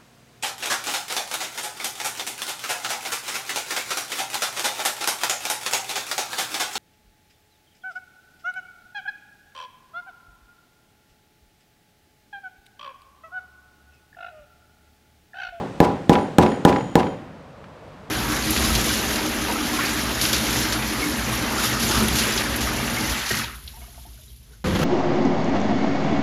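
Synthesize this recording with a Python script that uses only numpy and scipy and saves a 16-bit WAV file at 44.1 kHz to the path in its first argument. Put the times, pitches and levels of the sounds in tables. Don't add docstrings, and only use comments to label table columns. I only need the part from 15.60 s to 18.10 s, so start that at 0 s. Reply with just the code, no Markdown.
import sys
import numpy as np
from scipy import signal
from scipy.fft import rfft, irfft
from scipy.io import wavfile

SR = 44100
rng = np.random.default_rng(int(sys.argv[2]) if len(sys.argv) > 2 else 0)


def generate_wav(signal):
    frames = np.transpose(np.atleast_2d(signal))
    scaled = np.clip(frames, -1, 1) * 32767
    pcm = np.round(scaled).astype(np.int16)
    wavfile.write(sys.argv[1], SR, pcm)


N = 110250
T = np.arange(SR) / SR

# start_s, bench_db, tick_db, rattle_db, ring_held_s, low_ring_db, mid_ring_db, high_ring_db
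BLOWS = [(-.095, -2.76, -2, -4, .2, -24, -24, -27), (0.2023, -0.27, 0.5, -3.5, .2, -11, -19, -20),
         (0.4945, 1.2, 2.5, -2, .14, -2, -6.5, -4), (0.7839, 3.16, 5, 0, 0.17, 3, -1, -4),
         (1.0504, 2.26, 6, 0, .3, 2, -1, -10), (1.3544, -1.95, 0.5, -5.5, 0.15, 3, -7, -12)]
# start_s, click_db, push_db
BOUNCE_KNOCKS = [(.255, -16, 0), (.5535, 2, 3), (.585, -11, -10), (.863, -1.5, -2), (.918, -11, -8),
                 (1.1255, -4, -1), (1.161, -4, -10), (1.184, -11, -14), (1.208, -14, -12), (1.403, -7, -6),
                 (1.43, -10, -10), (1.468, -16, -18), (2.041, -24, -40)]
# freq_hz, level_db, t60_s
THUMP_MODES = [(155.6, -5.5, 0.059), (305, 4, 0.015), (64.5, -5, 0.025), (483, -4, 0.024), (846, -8, 0.062)]
# freq_hz, level_db, t60_s
BENCH_MODES = [(86, -13, .38), (122, -14, .33), (159, -14, .6), (179, -8, .5), (208, -16, .42),
               (265, -8, .36), (282, -10, .6), (298, -16, .6), (362, -1, .34), (416, -11, .55),
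               (445, -8, .38), (476, -13, .4), (502, -11, .45), (541, -13, .42), (591, -10, .38),
               (766, -6, .38), (816, -6.5, .42), (869, -11, .38), (968, -10, .3), (989, -5, .3),
               (1048, -18, .3), (1101, -19, .3)]
# freq_hz, level_db
BODY_SPECTRUM = [(30, -10), (80, 7.5), (160, 0.5), (230, 1), (400, -1), (560, 2), (660, -4), (800, 2.5),
                 (1000, -6), (1200, -13), (1750, -19.5), (2300, -25), (4000, -29), (7000, -36),
                 (11000, -41), (16000, -58)]
# freq_hz, t60_s
BODY_DECAY = [(80, 0.15), (200, 1), (500, 0.58), (1000, 0.48), (2000, 0.88), (5000, 0.53), (10000, 0.36),
              (16000, 0.53)]
# freq_hz, level_db, t60_s
PUNCH_MODES = [(1735, -6, 0.039), (2470, -18.5, 0.042), (3340, -1, 0.0051), (4280, -7, 0.0075),
               (5230, -12.5, 0.0023), (6900, -13.5, 0.003), (9580, -19.5, 0.0046), (13500, -24, 0.0074)]
# freq_hz, level_db
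SCATTER_SPECTRUM = [(500, 5), (1700, 13), (4000, -10), (7000, 1.5), (11300, -16.5), (12500, -10),
                    (14000, -2), (16000, -67)]
# freq_hz, level_db, t60_s
HAMMER_FAMILIES = [
    [(3140, 0, 1.1), (3316, -11, .8)],
    [(6848, 0, 1.6), (6918, -1, 1.6)],
    [(9227, 0, 1.4), (9281, -5, 1.4), (15130, -14, .35)],
]
# freq_hz, level_db
CLATTER_SPECTRUM = [(200, -34), (900, 19), (1800, -2.5), (2600, 4.5), (4000, -2), (5500, -6), (9000, -13.5),
                    (12000, -21), (16000, -26)]
# freq_hz, level_db
KNOCK_SPECTRUM = [(200, -17), (900, 10.5), (1850, 7), (2600, 0.5), (4000, -7), (6000, -17.5), (9000, -53),
                  (16000, -40)]
# freq_hz, level_db
FLOOR_SPECTRUM = [(15, -50), (25, -26), (43, -8), (161, -2), (293, -9.5), (394, -13.5), (427, -9.5),
                  (545, -6), (863, -13.5), (1020, -12.5), (1480, -19.5), (4370, -33), (16000, -54.5)]
# time_s, level_db
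FLOOR_ENVELOPE = [(0, -40), (1.5, -40.5), (1.85, -43.5), (2.101, -43.5), (2.25, -42), (2.5, -42)]
# freq_hz, level_db
HISS_SPECTRUM = [(800, -81), (2500, 28.5), (5000, 20), (8000, 19.5), (10000, 8.5), (16000, -18)]
# time_s, level_db
HISS_ENVELOPE = [(0, -55.5), (.45, -58), (1.2, -54), (1.7, -76)]

THUMP_GAIN_DB, MODES_GAIN_DB, BODY_GAIN_DB = 1.5, -12, -13.5
BENCH_DELAY_S, MODES_RISE_S = .001, .0095
BODY_CHANGE = .7
TICK_GAIN_DB = -13.5
CRACK_GAIN_DB, CRACK_T60_S = -11.5, .0024
SCATTER_GAIN_DB, SCATTER_T60_S = -22, .035
HAMMER_GAIN_DB = -46
LIFT_S, LIFT_START_GAIN, SWING_AWAY_T60_S = .125, .18, .42
RATTLE_GAIN_DB, RATTLE_SCATTER_DB = -27.5, 3.5
RATTLE_AFTER_S, RATTLE_SPREAD_S = .042, .0068
RATTLE_RISE_S, RATTLE_T60_S = .00013, .018
KNOCK_GAIN_DB, KNOCK_RISE_S, KNOCK_T60_S = -13, .00058, .027
PUSH_GAIN_DB, LIGHT_PUSH_HZ = -20, 920
LIMIT_DB, LIMIT_SHARE = -7, .58
HELD_LEVEL_FALL_DB_PER_S = 234
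CLIP_LEVEL, LOW_CUT_HZ, EDGE_HZ = 1, 35, 15800


def amp(db):
    return 10 ** (np.asarray(db) / 20)


def unit(x):
    return x / np.sqrt(np.mean(x ** 2) + 1e-20)


def read(points, hz):
    f, value = np.transpose(points)
    return np.interp(np.log(hz + 1), np.log(f + 1), value)


def add(mix, start_s, sound):
    at = round(start_s * SR)
    sound = sound[max(-at, 0):]
    part = mix[max(at, 0):][:len(sound)]
    part += sound[:len(part)]


def noise(spectrum, size):
    bins = rfft(rng.standard_normal(size))
    hz = np.fft.rfftfreq(size, 1 / SR)
    return unit(irfft(bins * amp(read(spectrum, hz)), size))


def dying(t_s, t60_s):
    return np.exp(-np.log(1000) * t_s / t60_s)


def ring(modes):
    out = np.zeros(SR)
    for k, (hz, level_db, t60_s) in enumerate(modes):
        out += (-1) ** k * amp(level_db) * dying(T, t60_s) * np.sin(2 * np.pi * hz * T)
    return out


def dense_ring():
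    hz, t_s, bands = signal.stft(noise(BODY_SPECTRUM, SR), SR, nperseg=512)
    decay = dying(t_s, read(BODY_DECAY, hz)[:, None])
    return signal.istft(bands * decay, SR, nperseg=512)[1][:SR]


def bench():
    thump = amp(THUMP_GAIN_DB) * ring(THUMP_MODES)
    modes = amp(MODES_GAIN_DB) * ring(BENCH_MODES) * (1 - np.exp(-T / MODES_RISE_S))
    same_share = np.sqrt(1 - BODY_CHANGE ** 2)
    same = thump + modes + amp(BODY_GAIN_DB) * same_share * dense_ring()
    out = np.zeros(N)
    for start_s, bench_db, *_ in BLOWS:
        fresh = amp(BODY_GAIN_DB) * BODY_CHANGE * dense_ring()
        add(out, start_s + BENCH_DELAY_S, amp(bench_db) * (same + fresh))
    return out


def punch():
    out = np.zeros(N)
    tick = amp(TICK_GAIN_DB) * ring(PUNCH_MODES)
    crack = amp(CRACK_GAIN_DB) * dying(T, CRACK_T60_S)
    scatter = amp(SCATTER_GAIN_DB) * dying(T, SCATTER_T60_S)
    for start_s, _, tick_db, *_ in BLOWS:
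        add(out, start_s, amp(tick_db) * tick)
        burst = (crack + scatter) * noise(SCATTER_SPECTRUM, SR)
        add(out, start_s + BENCH_DELAY_S, amp(tick_db) * burst)
    return out


def hammer():
    out = np.zeros(N)
    families = np.array([ring(modes) for modes in HAMMER_FAMILIES])
    lift = LIFT_START_GAIN + (1 - LIFT_START_GAIN) * np.minimum(T / LIFT_S, 1) ** 2
    for start_s, _, _, _, held_s, *ring_db in BLOWS:
        away = dying(np.maximum(T - held_s, 0), SWING_AWAY_T60_S)
        head = amp(ring_db) @ families
        add(out, start_s, amp(HAMMER_GAIN_DB) * head * lift * away)
    return out


def click(spectrum, rise_s, t60_s):
    t_s = T[:4096]
    soft_start = 1 - np.exp(-(t_s / rise_s) ** 2)
    return noise(spectrum, 4096) * dying(t_s, t60_s) * soft_start


def knocks():
    out = np.zeros(N)
    high_pass = signal.butter(2, LIGHT_PUSH_HZ, "high", fs=SR)
    upper_modes = signal.lfilter(*high_pass, ring(BENCH_MODES))
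    for start_s, click_db, push_db in BOUNCE_KNOCKS:
        impact = click(KNOCK_SPECTRUM, KNOCK_RISE_S, KNOCK_T60_S)
        add(out, start_s, amp(KNOCK_GAIN_DB + click_db) * impact)
        add(out, start_s, amp(PUSH_GAIN_DB + push_db) * upper_modes)
    return out


def rattle():
    out = np.zeros(N)
    for start_s, _, _, rattle_db, *_ in BLOWS:
        for late, size in rng.standard_normal((36, 2)):
            gain = amp(RATTLE_GAIN_DB + rattle_db + RATTLE_SCATTER_DB * size)
            land_s = start_s + RATTLE_AFTER_S + RATTLE_SPREAD_S * late
            add(out, land_s, gain * click(CLATTER_SPECTRUM, RATTLE_RISE_S, RATTLE_T60_S))
    return out


def background(spectrum, envelope):
    level_db = np.interp(np.arange(N) / SR, *np.transpose(envelope))
    return noise(spectrum, N) * amp(level_db)


def garage():
    room = background(FLOOR_SPECTRUM, FLOOR_ENVELOPE)
    hiss = background(HISS_SPECTRUM, HISS_ENVELOPE)
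    return room + hiss


def scene():
    return (bench() + punch() + hammer() + knocks() + rattle() + garage())[None]


def limiter_gain(x):
    power = signal.lfilter([1 / 200], [1, 1 / 200 - 1], x ** 2)
    fall_db = np.arange(N) / SR * HELD_LEVEL_FALL_DB_PER_S
    held_db = np.maximum.accumulate(10 * np.log10(power + 1e-12) + fall_db) - fall_db
    over_db = np.maximum(held_db - LIMIT_DB, 0)
    duck_db = LIMIT_SHARE * signal.lfilter([1 / 300], [1, 1 / 300 - 1], over_db)
    return amp(-duck_db)


def record(dry):
    clipped = np.clip(dry * limiter_gain(dry[0]), -CLIP_LEVEL, CLIP_LEVEL)
    low_cut = signal.lfilter(*signal.butter(1, LOW_CUT_HZ, "high", fs=SR), clipped)
    band_limit = signal.firwin(511, EDGE_HZ, window=("kaiser", 9), fs=SR)
    return signal.oaconvolve(np.clip(low_cut, -1, 1), band_limit[None], "same")


dry = scene()
out = record(dry)
generate_wav(out)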